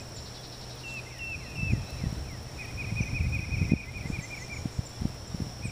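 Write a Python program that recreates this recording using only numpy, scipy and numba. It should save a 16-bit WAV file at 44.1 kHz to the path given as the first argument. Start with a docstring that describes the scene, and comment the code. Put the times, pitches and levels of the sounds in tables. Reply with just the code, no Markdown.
"""A farm pond at the edge of a wood, from a hand-held camera's microphone on the bank.
Air, a far motor and an insect drone are there from the start, with small birds chipping in the foliage.
A katydid starts ticking close by and a bird scolds. From 0.8 s come three long whistles, joined by
falling slurs, then a twitter; from 2.6 s one singer, then two, repeat a quick phrase, echoed by the trees.
Wind buffets the microphone, hardest at 3.7 s, where the gain control ducks and slowly recovers."""
import sys
import numpy as np
from scipy import signal
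from scipy.fft import rfft, irfft
from scipy.io import wavfile
from scipy.ndimage import uniform_filter1d
from numba import njit

SR = 44100
rng = np.random.default_rng(int(sys.argv[2]) if len(sys.argv) > 2 else 0)


def bounce(signal):
    """Save signal as a 16-bit WAV file at the path given by the first command-line argument."""
    frames = np.transpose(np.atleast_2d(signal))
    limited = np.clip(frames, -1, 1)
    pcm = np.round(limited * 32767).astype(np.int16)
    wavfile.write(sys.argv[1], SR, pcm)


N = 251808
TIME = np.arange(N) / SR


def undb(db):
    """Decibels to gain."""
    return 10 ** (np.asarray(db) / 20)


def level(x, db):
    """Scale to an rms level."""
    return x * undb(db) / np.sqrt(np.mean(x ** 2))


def add(out, s, x):
    """Mix a sound in at s seconds."""
    i = max(int(s * SR), 0)
    out[i:i + len(x)] += x[:max(N - i, 0)]


def walk(rate_hz):
    """Smooth random wandering with a spread near 1."""
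    k = int(SR / rate_hz)
    held = np.repeat(rng.standard_normal(N // k + 1), k)
    return level(uniform_filter1d(uniform_filter1d(held, k), k)[:N], 0)


def gain_at(hz, spectrum):
    """Gain of a (f/Hz, level/dB) spectrum at given frequencies."""
    f, db = np.transpose(spectrum)
    return undb(np.interp(np.log(hz + 1e-3), np.log(f), db))


def noise(spectrum):
    """Unit noise with a (f/Hz, level/dB) spectrum."""
    gain = gain_at(np.fft.rfftfreq(N, 1 / SR), spectrum)
    return level(irfft(rfft(rng.standard_normal(N)) * gain, N), 0)


def band(hz, width_hz):
    """Unit noise in one bell-shaped band."""
    bell = np.exp(-2 * ((np.fft.rfftfreq(N, 1 / SR) - hz) / width_hz) ** 2)
    return level(irfft(rfft(rng.standard_normal(N)) * bell, N), 0)


def phase_of(hz):
    """Running phase of a moving pitch."""
    return 2 * np.pi * np.cumsum(hz) / SR


def sing(contour, notes, waver=0.0021):
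    """A bird's nearly pure tone follows the contour once for each (t/s, pitch factor, level/dB) note."""
    s, hz, db = np.transpose(contour)
    t = np.arange(s[0], s[-1], 1 / SR)
    swell = undb(np.interp(t, s, db)) * signal.windows.tukey(len(t), .1)
    pitch = uniform_filter1d(np.interp(t, s, hz), size=300)
    out = np.zeros(N)
    for start, factor, note_db in notes:
        unsteady = 1 + waver * walk(194)[:len(t)]
        add(out, start + s[0], undb(note_db) * swell * np.sin(phase_of(pitch * factor * unsteady)))
    return out


# open air and distant leaves: f/Hz, relative level/dB
AIR_SPECTRUM = [(20, -1.5), (60, 3.5), (170, -2), (350, -4.5), (720, -6), (1000, -11), (1700, -15),
                (3000, -18), (4500, -18), (6500, -23), (7600, -22.5), (9000, -25), (11000, -27),
                (15000, -29.5)]

def open_air(db=-45, flicker_db=0.63):
    """The air over the pond, faintly stirring."""
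    return undb(db + flicker_db * walk(10)) * noise(AIR_SPECTRUM)


def far_motor(hz=122.5, db=-48, waver=0.02517, flutter_db=1.5):
    """A motor far off hums, slightly uneven in pitch and level."""
    hum = np.sin(phase_of(hz * (1 + waver * walk(14))))
    return level(hum * undb(flutter_db * walk(12)), db)


def insects(count=28, common_hz=5496, spread_hz=180, db=-51, stroke_hz=55, stroke_depth=0.8, swell_db=1.0):
    """Many insects, each a wing tone near the common pitch, pulsed at its own stroke rate."""
    drone = np.zeros(N)
    for offset in np.linspace(-2, 2, count):
        hz = common_hz + spread_hz * offset + 35 * walk(150)
        rate_hz = stroke_hz * rng.uniform(.65, 1.3) * (1 + 0.0303 * walk(5))
        strokes = 1 + stroke_depth * np.sin(phase_of(rate_hz))
        weight = np.exp(-(offset / 2) ** 2 * 0.92)  # loudest at the common pitch
        drone += weight * strokes * np.sin(phase_of(hz))
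    return level(drone * undb(swell_db * walk(8)), db)


# strength of the wind on the bank: t/s, level/dB
GUSTS = [(0.0, -50), (0.17, -46), (0.52, -58.5), (1.57, -42), (1.72, -26), (1.89, -44), (2.05, -31.5),
         (2.45, -47), (3.23, -28.5), (3.45, -36), (3.62, -27.5), (3.86, -43), (4.15, -32.5), (4.26, -51),
         (4.68, -41.5), (4.72, -60), (4.79, -34), (4.86, -61), (5.07, -33), (5.14, -48.5), (5.37, -40),
         (5.71, -41)]
# wind rumble on the microphone: f/Hz, relative level/dB
RUMBLE_SPECTRUM = [(18, -30), (40, -4.5), (80, 2), (130, -3), (200, -14), (300, -20), (600, -53),
                   (1200, -72)]
# the hardest eddies that strike the microphone: t/s, peak level/dB, f/Hz
HARD_EDDIES = [(1.633, -20, 128), (1.724, -18, 124), (1.736, -11.5, 145), (2.04, -17.5, 164),
               (2.07, -16.5, 98), (2.128, -21.5, 150), (2.925, -20.5, 126), (3.008, -14.5, 152),
               (3.209, -17.5, 105), (3.396, -21.5, 120), (3.618, -15, 139.6), (3.654, -18, 113),
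               (3.721, -7.5, 196), (3.737, -5.5, 198.6), (4.058, -20, 141), (4.103, -19, 187),
               (4.131, -22, 80), (4.191, -21.5, 129), (4.658, -17, 198), (4.793, -17.5, 137),
               (5.021, -19.5, 167), (5.055, -13, 176), (5.348, -18.5, 151), (5.404, -19.5, 194),
               (5.423, -20.5, 133), (5.656, -18.5, 144)]

def wind(count=70, rumble_db=-1, flutter_db=2.5, eddy_db=7, eddy_hz=135, knock_db=-15, knock_ratio=2.53):
    """Rumble and small eddies follow the gusts; each eddy is one swing of pressure between two dips."""
    gust_db = lambda s: np.interp(s, *np.transpose(GUSTS))
    out = noise(RUMBLE_SPECTRUM) * undb(gust_db(TIME) + rumble_db + flutter_db * walk(35))
    when, size, speed = rng.random((count, 3)).T
    times = (np.arange(count) + when) / count * N / SR
    small_eddies = zip(times, gust_db(times) + eddy_db + 6 * (size - .5), eddy_hz * 2 ** (speed - .5))
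    t = np.arange(-.02, .02, 1 / SR)
    for s, db, hz in [*HARD_EDDIES, *small_eddies]:
        body = (np.pi * hz * t * .85) ** 2
        core = body * knock_ratio ** 2  # the tight core sharpens the crest into a knock
        swing = (1 - 2 * body) * np.exp(-body) + undb(knock_db) * (1 - 2 * core) * np.exp(-core)
        add(out, s + t[0], rng.choice([-1, 1]) * undb(db) * swing / swing.max())
    return out


# the clearest chips from the foliage, and the whistler's low rising note just after its first whistle: t/s,
# length/s, start f/Hz, middle f/Hz, end f/Hz, level/dB
CHIP_CALLS = [(0, .028, 7900, 7560, 7000, -51), (0, 0.022, 2520, 2500, 2450, -49.5),
              (.156, 0.026, 8100, 7140, 7000, -44), (.36, 0.069, 3650, 3400, 3300, -54),
              (.759, .025, 3700, 3400, 3120, -53), (.892, .041, 3860, 3550, 3100, -55),
              (1.062, 0.023, 1990, 2110, 2084, -44.5), (1.372, .16, 4160, 4090, 4030, -58),
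              (1.46, .14, 2600, 2480, 2345, -50.5), (1.71, .04, 7300, 6900, 6300, -55),
              (3.007, 0.033, 6120, 5880, 5880, -41.5), (4.203, .07, 7500, 7380, 7100, -50),
              (4.218, 0.04, 6850, 6250, 6300, -45.5), (4.365, 0.061, 7100, 6900, 6800, -54),
              (4.409, 0.0295, 6920, 6200, 6150, -46), (4.515, 0.1, 7200, 6880, 6600, -52),
              (4.854, 0.026, 8160, 7300, 7260, -43), (5.27, .017, 6840, 7400, 7700, -48),
              (5.637, 0.054, 8200, 8060, 6400, -45)]

def chips(calls, rough=0.01):
    """Thin calls, mostly of small birds, each one curved and slightly husky sweep."""
    out = np.zeros(N)
    for s, length, *hz, db in calls:
        u = np.linspace(0, 1, int(length * SR))
        curve_hz = np.polyval(np.polyfit([0, .5, 1], hz, 2), u)
        pitch = curve_hz * (1 + rough * walk(720)[:len(u)])
        add(out, s, undb(db) * signal.windows.tukey(len(u), .5) * np.sin(phase_of(pitch)))
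    return out


def far_chorus(count, low_hz, high_hz, db):
    """Birds deep in the wood: faint short whistles at any moment, mostly falling."""
    out = np.zeros(N)
    for when, pitch, length, fall in rng.random((count, 4)):
        u = np.linspace(0, 1, int((0.0303 + .06 * length) * SR))
        start_hz = low_hz + (high_hz - low_hz) * pitch ** 2
        hz = start_hz * (1 + (.04 - .2 * fall) * u)
        add(out, when * N / SR, undb(db) * np.sin(np.pi * u) * np.sin(phase_of(hz)))
    return out


# modes of a small katydid's wing: f/Hz, width/Hz, relative level/dB
WING_MODES = [(4000, 450, -15), (7700, 900, -13), (10650, 1100, 0), (14700, 1300, 3)]
# its runs of ticks: t/s, number of ticks
KATYDID_RUNS = [(.092, 3), (.412, 3), (.695, 3), (.879, 2), (1.183, 3), (1.504, 4), (1.844, 3), (2.128, 3),
                (2.315, 3), (2.596, 4), (3.235, 4), (3.574, 3), (3.86, 4), (4.197, 4), (4.422, 2),
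                (4.896, 3), (5.087, 2), (5.365, 4)]

def katydid(db=-44, first_gap_s=.061, gap_s=.054, scatter=.012, uneven_db=2.5):
    """In the grass near the microphone: each tick is one wing snap, ringing for about a millisecond."""
    out, t = np.zeros(N), TIME[:SR // 200]
    for start, ticks in KATYDID_RUNS:
        for s in start + np.append(0, first_gap_s + gap_s * np.arange(round(ticks) - 1)):
            tune = 1 + scatter * rng.standard_normal()
            ring = sum(undb(mode_db) * np.exp(-np.pi * width * t) * np.sin(2 * np.pi * hz * tune * t)
                       for hz, width, mode_db in WING_MODES)
            add(out, s, undb(db + uneven_db * rng.standard_normal()) * ring)
    return out


# the scolding bird's throat: f/Hz, relative level/dB
THROAT_RESPONSE = [(2800, -10), (3500, -4), (3950, 5), (4400, 2), (4850, 1), (5600, -3), (6400, -30)]

def scolds(count=10, start_s=.153, every_s=.089, note_s=.06, top_hz=442, rise=.13, rough=0.0197,
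           peak_s=0.41, peak_db=-51, fade_db_per_s=7.5):
    """Nasal notes swell and fade in the foliage: the throat passes a rising buzz's high harmonics."""
    out, u = np.zeros(N), np.linspace(0, 1, int(note_s * SR))
    for s in start_s + every_s * np.arange(count):
        db = peak_db - fade_db_per_s * abs(s - peak_s)
        hz = top_hz * (1 - rise * (1 - u) ** 2 + rough * walk(290)[:len(u)])
        phase = phase_of(hz)
        voice = sum(gain_at(k * hz, THROAT_RESPONSE) * np.sin(k * phase + rng.uniform(0, 2 * np.pi))
                    for k in range(6, 15))
        add(out, s, level(voice * signal.windows.tukey(len(u), .7), db))
    return out


# one long whistle: t/s from its start, f/Hz, relative level/dB
WHISTLE_CONTOUR = [(0, 2976, -0.5), (.012, 2730, -6), (.04, 2695, 1), (.115, 2698, 1.5), (.142, 2630, 0.5),
                   (.168, 2452, 0.5), (.176, 2330, -12)]
# each time it sounds: t/s, pitch factor, level/dB
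WHISTLE_NOTES = [(0.832, 1, -37), (1.187, 1, -34.5), (1.552, .983, -35.5)]

def whistles():
    """Three long whistles carry across the pond, each held and then dropping in pitch."""
    return sing(WHISTLE_CONTOUR, WHISTLE_NOTES)


# short dry rasps: t/s, length/s, level/dB
RASP_CALLS = [(0.854, 0.11, -57), (4.052, 0.1, -57), (4.237, 0.27, -62), (4.7, .11, -59)]

def rasps(hz=7200, width_hz=1700):
    """Brief hissing calls from the trees."""
    swell = np.zeros(N)
    for s, length, db in RASP_CALLS:
        add(swell, s, undb(db) * signal.windows.tukey(int(length * SR), .5))
    return swell * band(hz, width_hz)


# one falling slur: t/s from its start, f/Hz, relative level/dB
SLUR_CONTOUR = [(0, 2720, -8), (.025, 2480, 2), (.055, 2150, 4), (.1, 1880, 3), (.13, 1730, -6.5)]

def slurs(count=6, start_s=1.072, every_s=.296, db=-54):
    """A bird farther from the microphone repeats its slur at an even pace."""
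    return sing(SLUR_CONTOUR, [(start_s + k * every_s, 1, db) for k in range(count)])


def twitter(count=4, start_s=1.862, every_s=.095, note_s=.052, db=-51.5, fade_db_per_s=29):
    """One rising chip repeated in the foliage, softer each time."""
    sweep_hz = (3790, 4030, 4160)
    return chips([(start_s + t, note_s, *sweep_hz, db - fade_db_per_s * t)
                  for t in every_s * np.arange(count)])


# the three parts of a quick phrase: t/s from its start, f/Hz, relative level/dB
ARCH_CONTOUR = [(0, 2250, -10), (.01, 2459, -4), (.024, 2487, -0.5), (.038, 2458, 2.5), (.05, 2260, -5),
                (.057, 2180, -5.5)]
FLICK_CONTOUR = [(0.062, 2777, -16), (.069, 2611, -10.5), (.074, 2442, -3), (.079, 2340, -1.5),
                 (.087, 2080, -18)]
LIFT_CONTOUR = [(.087, 1994, -7), (.107, 2007, -7), (.127, 2080, 3.5), (.138, 2160, -3), (.148, 2150, -20)]
# two singers: first pitch factor, share of pitch lost per s, flick and lift level/dB against the arch
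SINGER_VOICES = [(1.007, 0.0014, 1, -15), (1.012, 0.0538, 1.9, -6)]
# their phrases: t/s, arch level/dB, singer (0 or 1)
SONG_PHRASES = [(2.579, -37.5, 0), (2.773, -33.5, 0), (2.957, -31.5, 0), (3.135, -31.5, 0), (3.318, -32, 0),
                (3.506, -33, 0), (3.577, -37, 1), (3.697, -34.5, 0), (3.762, -35, 1), (3.937, -37, 1),
                (4.119, -36, 1), (4.3, -36, 1), (4.494, -36.5, 1), (5.621, -40.5, 0)]

def song(singer, pause_s=.3):
    """One bird's phrases, sagging in pitch: an arch, a downward flick and a low lift into the next."""
    factor, sag, flick_db, lift_db = SINGER_VOICES[singer]
    s, db = np.transpose([(s, db) for s, db, who in SONG_PHRASES if round(who) == singer])
    pitch = factor * (1 - sag * (s - s[0]))
    arches = sing(ARCH_CONTOUR, zip(s, pitch, db))
    flicks = sing(FLICK_CONTOUR, zip(s, pitch, db + flick_db))
    goes_on = np.append(np.diff(s) < pause_s, False)  # no lift before a pause
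    lifts = sing(LIFT_CONTOUR, np.column_stack([s, pitch, db + lift_db])[goes_on])
    return arches + flicks + lifts


def wood(x, t60_s, db, build_s):
    """Trunks and leaves scatter a call into a tail that builds up and fades."""
    t = TIME[:SR]
    tail = rng.standard_normal(SR) * (1 - np.exp(-t / build_s)) * undb(-60 * t / t60_s)
    return undb(db) * signal.fftconvolve(x, tail / np.sqrt(np.sum(tail ** 2)))[:N]


def scene():
    """The pond as it reaches the bank: nearly mono, with a little width in the hiss."""
    first_singer, whistler = song(0), whistles()
    singers = first_singer + song(1) + whistler + slurs()
    add(singers, s=.083, x=undb(-8.5) * first_singer)  # echo off the tree line across the water
    singers += wood(singers, t60_s=0.17, db=-14, build_s=0.0053)  # branches around the perch
    singers += wood(singers, t60_s=1.7, db=-12.5, build_s=0.035)  # the wood beyond
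    small_birds = chips(CHIP_CALLS) + twitter() + scolds() + rasps()
    small_birds += far_chorus(count=40, low_hz=1900, high_hz=3000, db=-59)
    small_birds += far_chorus(count=8, low_hz=3300, high_hz=4350, db=-60)
    small_birds += wood(small_birds, t60_s=0.42, db=-7.5, build_s=0.027)  # deep foliage blurs them more
    far_bank = wood(whistler, t60_s=1.34, db=-20, build_s=.2)
    mid = singers + small_birds + far_bank + insects() + katydid() + far_motor() + open_air() + wind()
    side = undb(-65) * noise([(60, -19), (500, 3.5), (3000, -2.5), (6000, -1.5), (9000, 3),
                              (11500, -8.5), (15000, -4)])
    return np.array([mid + side, mid - side])


@njit
def follow_peaks(x, release):
    """Peak follower: jumps up at once and sinks slowly."""
    out, peak = np.empty(len(x)), 0.
    for i in range(len(x)):
        peak = max(x[i], peak * release)
        out[i] = peak
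    return out


def record(dry, limit_db=-10.0, release_s=0.86, notch_hz=12650, notch_q=10, top_hz=15350):
    """The camera's gain control holds down peaks; it has a narrow treble notch and cuts the top."""
    peak = follow_peaks(np.abs(dry).max(axis=0), np.exp(-1 / (release_s * SR)))
    gain = uniform_filter1d(np.minimum(1, undb(limit_db) / (peak + 1e-9)), size=64)
    notch = signal.tf2sos(*signal.iirnotch(notch_hz, notch_q, fs=SR))
    notched = signal.sosfilt(np.vstack([notch, notch]), dry * gain)
    return signal.sosfilt(signal.ellip(10, .2, 80, top_hz, fs=SR, output="sos"), notched)


dry = scene()
out = record(dry)
bounce(out)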